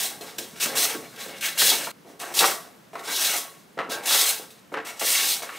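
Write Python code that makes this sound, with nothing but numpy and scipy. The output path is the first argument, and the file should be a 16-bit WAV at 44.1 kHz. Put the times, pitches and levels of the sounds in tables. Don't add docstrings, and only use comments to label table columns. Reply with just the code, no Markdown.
import sys
import numpy as np
from scipy import signal
from scipy.fft import rfft, irfft, next_fast_len
from scipy.io import wavfile
from scipy.ndimage import uniform_filter1d

SR = 44100
rng = np.random.default_rng(int(sys.argv[2]) if len(sys.argv) > 2 else 0)


def gain_from_db(level_db):
    decades = np.asarray(level_db, float) / 20
    return 10 ** decades


def int16_out(signal):
    q = np.round(np.clip(np.atleast_2d(signal).T, -1, 1) * 32767)
    wavfile.write(sys.argv[1], SR, q.astype(np.int16))


N = 246078
HZ = np.fft.rfftfreq(next_fast_len(N), 1 / SR) + 1e-3
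SCENE_CHANGES_S = (1.917, 5.417)

# (start [s], rise [s], hold [s], blade level [dB], board level [dB])
CUTS = [
    (0.0, 0.0013, 0.042, -24.5, -36.5),
    (.754, .022, 0.076, -21, -31.5),
    (1.577, 0.031, 0.09, -18, -36.5),
    (2.34, 0.039, 0.11, -23, -29.5),
    (3.075, .15, 0.14, -22, -33.5),
    (4.057, 0.045, 0.2, -20.5, -34.5),
    (4.996, 0.074, .26, -21.5, -36.5),
]
# (start [s], rise [s], hold [s], blade level
# [dB], board level [dB])
GRAZES = [(.208, 0.014, 0.076, -42, -47), (.382, 0.0016, 0.0027, -30, -56),
          (.42, 0.011, 0.056, -46, -60), (.55, 0.027, .02, -44, -65), (.6, 0.028, 0.011, -21, -34.5),
          (.69, 0.05, .05, -38.5, -35.5), (.88, .02, 0.011, -31, -37),
          (1.175, 0.034, 0.044, -36.5, -44), (1.283, .01, 0.093, -46.5, -45),
          (1.409, .04, 0.012, -23.5, -46), (1.53, 0.027, 0.023, -39.5, -45),
          (1.64, .015, 0.024, -22, -42), (1.7, 0.032, 0.054, -25.5, -32),
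          (1.79, 0.0084, 0.077, -33.5, -48), (1.03, 0.0075, 0.019, -46.5, -61),
          (3.03, 0.016, 0.11, -38.5, -39.5), (4.722, .005, .01, -55, -60),
              (4.953, 0.022, .03, -47, -49), (2.06, 0.021, 0.037, -54, -65),
              (2.193, 0.027, .11, -39.5, -34.5), (2.931, .005, 0.037, -51.5, -55),
              (2.981, 0.0091, 0.023, -48, -41), (3.894, 0.028, 0.012, -31.5, -31),
              (4.026, 0.053, 0.011, -36, -33.5), (3.49, 0.025, .1, -57, -62), (4.51, .01, 0.076, -58, -58),
              (4.847, 0.024, 0.025, -35, -37.5), (5.42, 0.003, .012, -35.5, -37),
              (5.5, 0.056, .05, -48, -55)]
# (time [s], level [dB], length [s])
FIBRE_SNAPS = [(.21, -31, .008), (.384, -26, .005), (.606, -30, .01), (1.16, -42, .01), (1.283, -42, .006),
               (1.411, -34, .01), (1.588, -24, .008), (1.905, -37, .006), (2.195, -40, .006),
               (2.2, -31, .012), (2.216, -35, .008), (2.39, -16, .008), (2.405, -21, .008),
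               (2.955, -43, .006), (2.993, -40, .012), (3.789, -45, .008), (3.898, -35, .01),
               (4.035, -36, .01), (4.1215, -19.5, .006), (4.127, -22, .004), (4.504, -43, .012),
               (4.741, -48, .008), (4.85, -36, .012)]
# (frequency [Hz], density [dB per Hz])
TEAR_SPECTRUM = [(2200, 11.5), (3000, 6.5), (3650, -2.5), (4830, 2.5), (6440, 5), (8340, -3.5),
                 (11500, -8.5), (15000, -7)]
# (frequency [Hz], width [Hz], level [dB])
BLADE_MODES = [(2590, 170, 2.5), (3197, 74, 8), (3660, 790, 6), (4155, 33, 11), (4400, 160, -46),
               (5684, 140, 3.5), (6000, 190, -8), (8200, 260, -55), (8050, 1000, -9.5), (10130, 190, -20)]
# (frequency [Hz], width [Hz], level [dB])
BOARD_MODES = [(265.4, 51, -15), (372, 39, -3.5), (440.3, 24.3, -3), (562, 72, -2.5), (691.3, 54, -1.5),
               (819, 91, 0), (993, 115, -8), (1108, 25, 1.5), (1338, 140, -7.5), (1580, 110, -3),
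               (1914, 185, -11.5), (2190, 102, -3), (2823, 230, -8.5)]
# (time [s], length [s], level [dB], hardness [-1 dull to 1 sharp])
RATTLES = [(0.227, 0.036, -44, -0.22), (.385, .03, -49, -1.1), (0.658, .08, -33.5, -0.29),
           (0.943, 0.091, -46.5, -0.76), (1.27, 0.059, -53, -0.75), (1.621, 0.24, -36, -0.23),
           (1.881, 0.049, -41, 0.053), (2.046, .025, -52.5, -0.94), (2.076, 0.026, -51, -1.1),
           (2.126, .04, -56.5, -.7), (2.404, 0.021, -19, 0.5), (2.932, .02, -39.5, 0.088),
           (2.952, 0.048, -35, 0.039), (3.07, 0.12, -36, 0.45), (3.5, .08, -65, -.7),
           (3.772, 0.013, -36, -0.52), (3.786, 0.013, -28.5, 0.33), (3.854, .03, -39, -0.0082),
           (3.947, 0.077, -36, 0.33), (4.107, 0.038, -27, 0.75), (4.396, 0.025, -53, -1.05),
           (4.503, .1, -64, -0.7), (4.719, 0.023, -40, -0.99), (4.74, 0.057, -32, 0.23),
           (5.011, 0.016, -31, 1), (5.417, 0.022, -29, -0.23), (5.486, 0.014, -38, 0.32)]
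# (time [s], length [s], level [dB], hardness [-1 dull to 1.7 very sharp])
SCRAPES = [(.0, 0.027, -43, 0.85), (.56, .03, -52, 1.3), (.765, 0.076, -36, 1.44),
           (1.285, 0.14, -47.5, 1.48), (1.423, 0.058, -40, 1.74), (1.574, 0.019, -36.5, 1.6),
           (2.2, .025, -45.5, 1.4), (2.234, 0.077, -38, 0.11), (3.34, .05, -33, 0.55),
           (5.216, 0.2, -40, .3), (4.858, .03, -52, 0.86), (5.54, .03, -45, 1.28)]
# (time [s], peak [dB], centre [Hz], rattle length [s])
KNOCKS = [
    (0.209, -26, 387, 0.011),
    (0.385, -26.5, 515, 0.041),
    (0.658, -10.5, 1500, 0.0077),
    (0.96, -27, 378, 0.021),
    (1.262, -23, 425, 0.019),
    (1.618, -4.5, 1580, 0.0076),
    (1.718, -13.5, 820, 0.014),
    (1.87, -16, 900, 0.011),
          (2.048, -38, 463, 0.02), (2.076, -30, 440, 0.0092), (2.099, -35, 385, 0.013),
              (2.135, -37, 400, 0.009), (2.216, -27, 746, 0.011), (2.314, -21.5, 710, 0.011),
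              (2.425, -6.5, 790, 0.012), (2.432, -3, 1540, 0.0044), (2.441, -1.5, 1200, 0.013),
              (2.932, -29, 778, 0.012), (2.954, -19.5, 1000, 0.021), (3.777, -22, 746, 0.0098),
              (3.789, -9, 1320, 0.032), (3.888, -22.5, 460, 0.04), (4.108, -11, 1390, 0.036),
              (4.396, -28, 426, 0.016), (4.719, -27, 533, 0.0097), (4.74, -11.5, 1390, 0.034),
              (4.773, -14, 1350, 0.027), (4.794, -26, 1350, 0.012), (5.016, -20.5, 487, 0.055),
              (5.42, -20.5, 670, 0.026), (5.433, -19.5, 675, 0.013), (5.491, -17, 1310, 0.013),
              (5.526, -23.5, 1240, 0.014)]
# (frequency [Hz], time to fall 60 dB [s])
ROOM_DECAY = [(150, 0.36), (1000, 0.4), (5000, 0.36), (14000, 0.39)]
# (frequency [Hz], level [dB])
ROOM_SIDE = [(30, -8), (120, -14.5), (300, -12), (700, -4.5), (2000, -9.5), (5000, -13.5), (9000, -21),
             (14000, -19)]
# (frequency [Hz], density [dB per Hz])
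FLOOR_SPECTRUM = [(15, -84), (25, -39), (123, -8), (149, -4), (190, -0.5), (394, -7.5), (840, -14.5),
                  (1190, -14), (1290, -15), (4740, -23.5), (14000, -28.5), (16000, -29)]

# (first touch below peak [dB], sag while held [dB/s], blade fade [dB/s], board fade [dB/s])
CUT_SHAPE, GRAZE_SHAPE = (5.8, 7.3, 230, 105), (9.3, 35, 280, 140)
# (top of hiss [dB re blade], rasp [dB re blade], thud [dB re board])
CUT_MIX, GRAZE_MIX = (-1.84, -8.5, -10.5), (-3.5, -3, -10.5)
# (first touch below peak [dB], sag [dB/s], fade [dB/s], brush [dB])
RATTLE_SHAPE = (3.7, 68, 290, 25)
RUSTLE_DB = (-54.5, -76, -49.5)
# (hiss [dB], top [dB], rasp [dB], drumming [dB], thud [dB])
RUSTLE_MIX_DB = (2.5, 0, 0, 0.5, -2)
THUD_DB, HUM_DB = (4, 0.5, -1.5), (4, -1, -4)


def tearing(tear_db, top_db):
    cells = crackle(rate=1500., spread_db=3.7, flicker_db=1.3)
    hiss = 0.6 * cells + wander(cells, BLADE_MODES, wander_db=6, rate=21.98)
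    flesh = gain_from_db(shape(TEAR_SPECTRUM))
    body = level(filt(hiss, flesh * band(3356, 12600)))
    top = level(filt(hiss, flesh * band(9820, 16200)))
    snaps = bursts(FIBRE_SNAPS, attack_s=0.0003) * level(filt(hiss, band(2200, 24000)))
    return gain_from_db(tear_db) * body + gain_from_db(top_db) * top + snaps


def sliding(rasp_db, drum_db, thud_db):
    slips = crackle(rate=600., spread_db=4.5, flicker_db=2.0)
    shake = 0.16 * slips + wander(slips, BOARD_MODES, wander_db=4, rate=16.)
    rasp = level(filt(shake, band(1685, 4030)), -0.81)
    drum = level(filt(shake, band(530, 1920)), -0.81)
    thud = level(filt(shake, band(148, 521)), -0.81)
    return gain_from_db(rasp_db) * rasp + gain_from_db(drum_db) * drum + gain_from_db(thud_db) * thud


def knocks():
    delay_s = .001
    out, age = np.zeros(N + SR), np.arange(SR // 8) / SR
    for s, db, hz, length in KNOCKS:
        chance = rng.random((2, len(age)))
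        bounces = (chance[0] < 800. / SR) * (2 * chance[1] - 1)
        force = bounces * np.exp(-age / max(length, .001))
        force[0] = 1.2
        b, a = signal.iirpeak(hz, 1.1, fs=SR)
        sharp = signal.lfilter(b, a, force)
        blow = signal.lfilter(b, a, sharp) + 0.025 * sharp
        out[int((s + delay_s) * SR):][:len(age)] += gain_from_db(db) * blow / np.abs(blow).max()
    return gain_from_db(-1.3) * filt(out[:N], board() + 0.98)


def board():
    return sum((-1) ** k * gain_from_db(db) * ring(hz, width) for k, (hz, width, db) in enumerate(BOARD_MODES))


def effort():
    rasp_base_db, rasp_per_hardness_db = -15.5, 16.5
    thud_base_db, thud_per_hardness_db = -3, -11
    brisk_db, dull_db_per_db = -26, 0.02
    t = np.arange(0, N + 32, 32) / SR
    setting = np.searchsorted(SCENE_CHANGES_S, t)
    power = gain_from_db(2 * np.array(RUSTLE_MIX_DB))[:, None] * gain_from_db(2 * np.array(RUSTLE_DB)[setting])

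    passes = ((CUTS, CUT_SHAPE, CUT_MIX), (GRAZES, GRAZE_SHAPE, GRAZE_MIX))
    for rows, (touch, sag, blade_fade, board_fade), (top, rasp, thud) in passes:
        for s, rise, hold, blade_db, board_db in rows:
            blade = contact(t, s, rise, hold, touch, sag, blade_fade)
            wood = contact(t, s, rise, hold, touch, sag, board_fade)
            power[:3] += gain_from_db(2 * (blade_db + np.array([[0], [top], [rasp]]))) * blade
            power[3:] += gain_from_db(2 * (board_db + np.array([[0], [thud]]))) * wood

    for s, length, db, hard in RATTLES + SCRAPES:
        rasp = rasp_base_db + rasp_per_hardness_db * hard
        thud = thud_base_db + thud_per_hardness_db * hard
        mix_db = db + np.array([[rasp], [0], [thud]])
        power[2:] += gain_from_db(2 * mix_db) * contact(t, s, 0.0045, length, *RATTLE_SHAPE)

    power[1] *= (power[0] / gain_from_db(2 * brisk_db)) ** dull_db_per_db
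    power[4] *= gain_from_db(2 * np.array(THUD_DB)[setting])
    return [np.interp(np.arange(N) / SR, t, 10 * np.log10(p)) for p in power]


def contact(t, start, rise, hold, touch_db, sag, fade, brush_db=13):
    approach_s = 0.0087
    knee_db, drip_db_per_s = 23, 117
    rise, hold = max(rise, .001), max(hold, .001)
    touch_db = touch_db + 56 * rise
    durations = [start - approach_s, approach_s - .001, .001, rise, hold, knee_db / fade, 60 / drip_db_per_s]
    end_db = -sag * hold
    before_db = [-touch_db - 3 * brush_db, -touch_db - brush_db, -touch_db]
    after_db = [0, end_db, end_db - knee_db, end_db - knee_db - 67]
    same = np.searchsorted(SCENE_CHANGES_S, t) == np.searchsorted(SCENE_CHANGES_S, start)
    return same * gain_from_db(2 * np.interp(t, np.cumsum(durations), before_db + after_db, left=-120))


def wander(force, modes, wander_db, rate):
    out = 0
    for k, (hz, width, db) in enumerate(modes):
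        gain = gain_from_db(db + wander_db * np.tanh(walk(rate)))
        out = out + (-1) ** k * gain * filt(force, ring(hz, width))
    return out


def crackle(rate, spread_db, flicker_db):
    hit = rng.random(N) < rate / SR
    size = gain_from_db(spread_db * np.minimum(rng.exponential(size=N), 4))
    pops = hit * size * rng.standard_normal(N)
    flicker = gain_from_db(flicker_db * (walk(30) + walk(140)))
    return level((rng.standard_normal(N) + pops) * flicker)


def bursts(rows, attack_s):
    out, age = np.zeros(N + SR), np.arange(SR // 4) / SR
    for s, db, length in rows:
        envelope = np.minimum(age / attack_s, 1) * np.exp(-age / max(length, .001))
        out[int(s * SR):][:len(age)] += gain_from_db(db) * envelope
    return out[:N]


def ring(hz, width):
    return 1j * HZ * width / (hz ** 2 - HZ ** 2 + 1j * HZ * width)


def walk(rate):
    k = int(SR / rate)
    held = np.repeat(rng.standard_normal(N // k + 1), k)
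    return 0.88 * uniform_filter1d(held, k)[:N]


def level(x, db=0):
    return x * gain_from_db(db) / np.sqrt(np.mean(x ** 2))


def shape(table):
    hz, value = np.transpose(table)
    return np.interp(np.log(HZ), np.log(hz), value)


def filt(x, response):
    size = next_fast_len(N)
    return irfft(rfft(x, size) * response, size)[..., :N]


def band(lo_hz, hi_hz):
    return 1 / np.sqrt((1 + (lo_hz / HZ) ** 12) * (1 + (HZ / hi_hz) ** 12))


def room(dry):
    t, noise, tail = np.arange(SR) / SR, rng.standard_normal((2, SR)), 0
    decay_hz, decay_s = np.transpose(ROOM_DECAY)
    for hz in 90 * 2 ** np.arange(8):
        t60 = np.interp(np.log(hz), np.log(decay_hz), decay_s)
        edges_hz = [hz / np.sqrt(2), hz * np.sqrt(2)]
        octave = signal.butter(3, edges_hz, "band", fs=SR, output="sos")
        tail = tail + signal.sosfilt(octave, noise) * gain_from_db(-60 * t / t60)
    tail = tail * np.minimum(t / 0.0044, 1)
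    tail = tail * gain_from_db(-13.5) / np.sqrt(np.sum(tail[0] ** 2))
    parts = np.split(dry, [int(s * SR) for s in SCENE_CHANGES_S])
    wet = np.hstack([signal.fftconvolve(part[None], tail, axes=1)[:, :len(part)] for part in parts])
    return wet[0], filt(wet[1], gain_from_db(shape(ROOM_SIDE)))


def floor():
    mid, side = filt(rng.standard_normal((2, N)), gain_from_db(shape(FLOOR_SPECTRUM[:-1])))
    setting = np.searchsorted(SCENE_CHANGES_S, np.arange(N) / SR)
    both = np.array([mid, filt(side, gain_from_db(shape(ROOM_SIDE) + 5.0))])
    both = both + (gain_from_db(np.array(HUM_DB)[setting]) - 1) * filt(both, band(20, 260))
    swell_db = 1.2 * walk(2.47)
    return both * gain_from_db(-53.5 + swell_db) / np.sqrt(np.mean(mid ** 2))


def scene():
    tear_db, top_db, *board_db = effort()
    dry = tearing(tear_db, top_db) + sliding(*board_db) + knocks()
    dry = filt(dry, band(110, 20000))
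    wet_mid, wet_side = room(dry)
    floor_mid, floor_side = floor()
    mid = gain_from_db(-3.5) * dry + wet_mid + floor_mid
    side = wet_side + floor_side + 0.026 * dry - 0.11 * filt(dry, band(40, 420))
    side = side + 0.041 * np.gradient(dry)
    return np.array([mid + side, mid - side])


def top_cut(x):
    return signal.sosfilt(signal.butter(12, 16520, fs=SR, output="sos"), x)


def record(dry):
    low_pass = signal.ellip(10, .2, 55, 15650, fs=SR, output="sos")
    mix = signal.sosfilt(low_pass, dry)
    return top_cut(mix)


dry = scene()
out = record(dry)
int16_out(out)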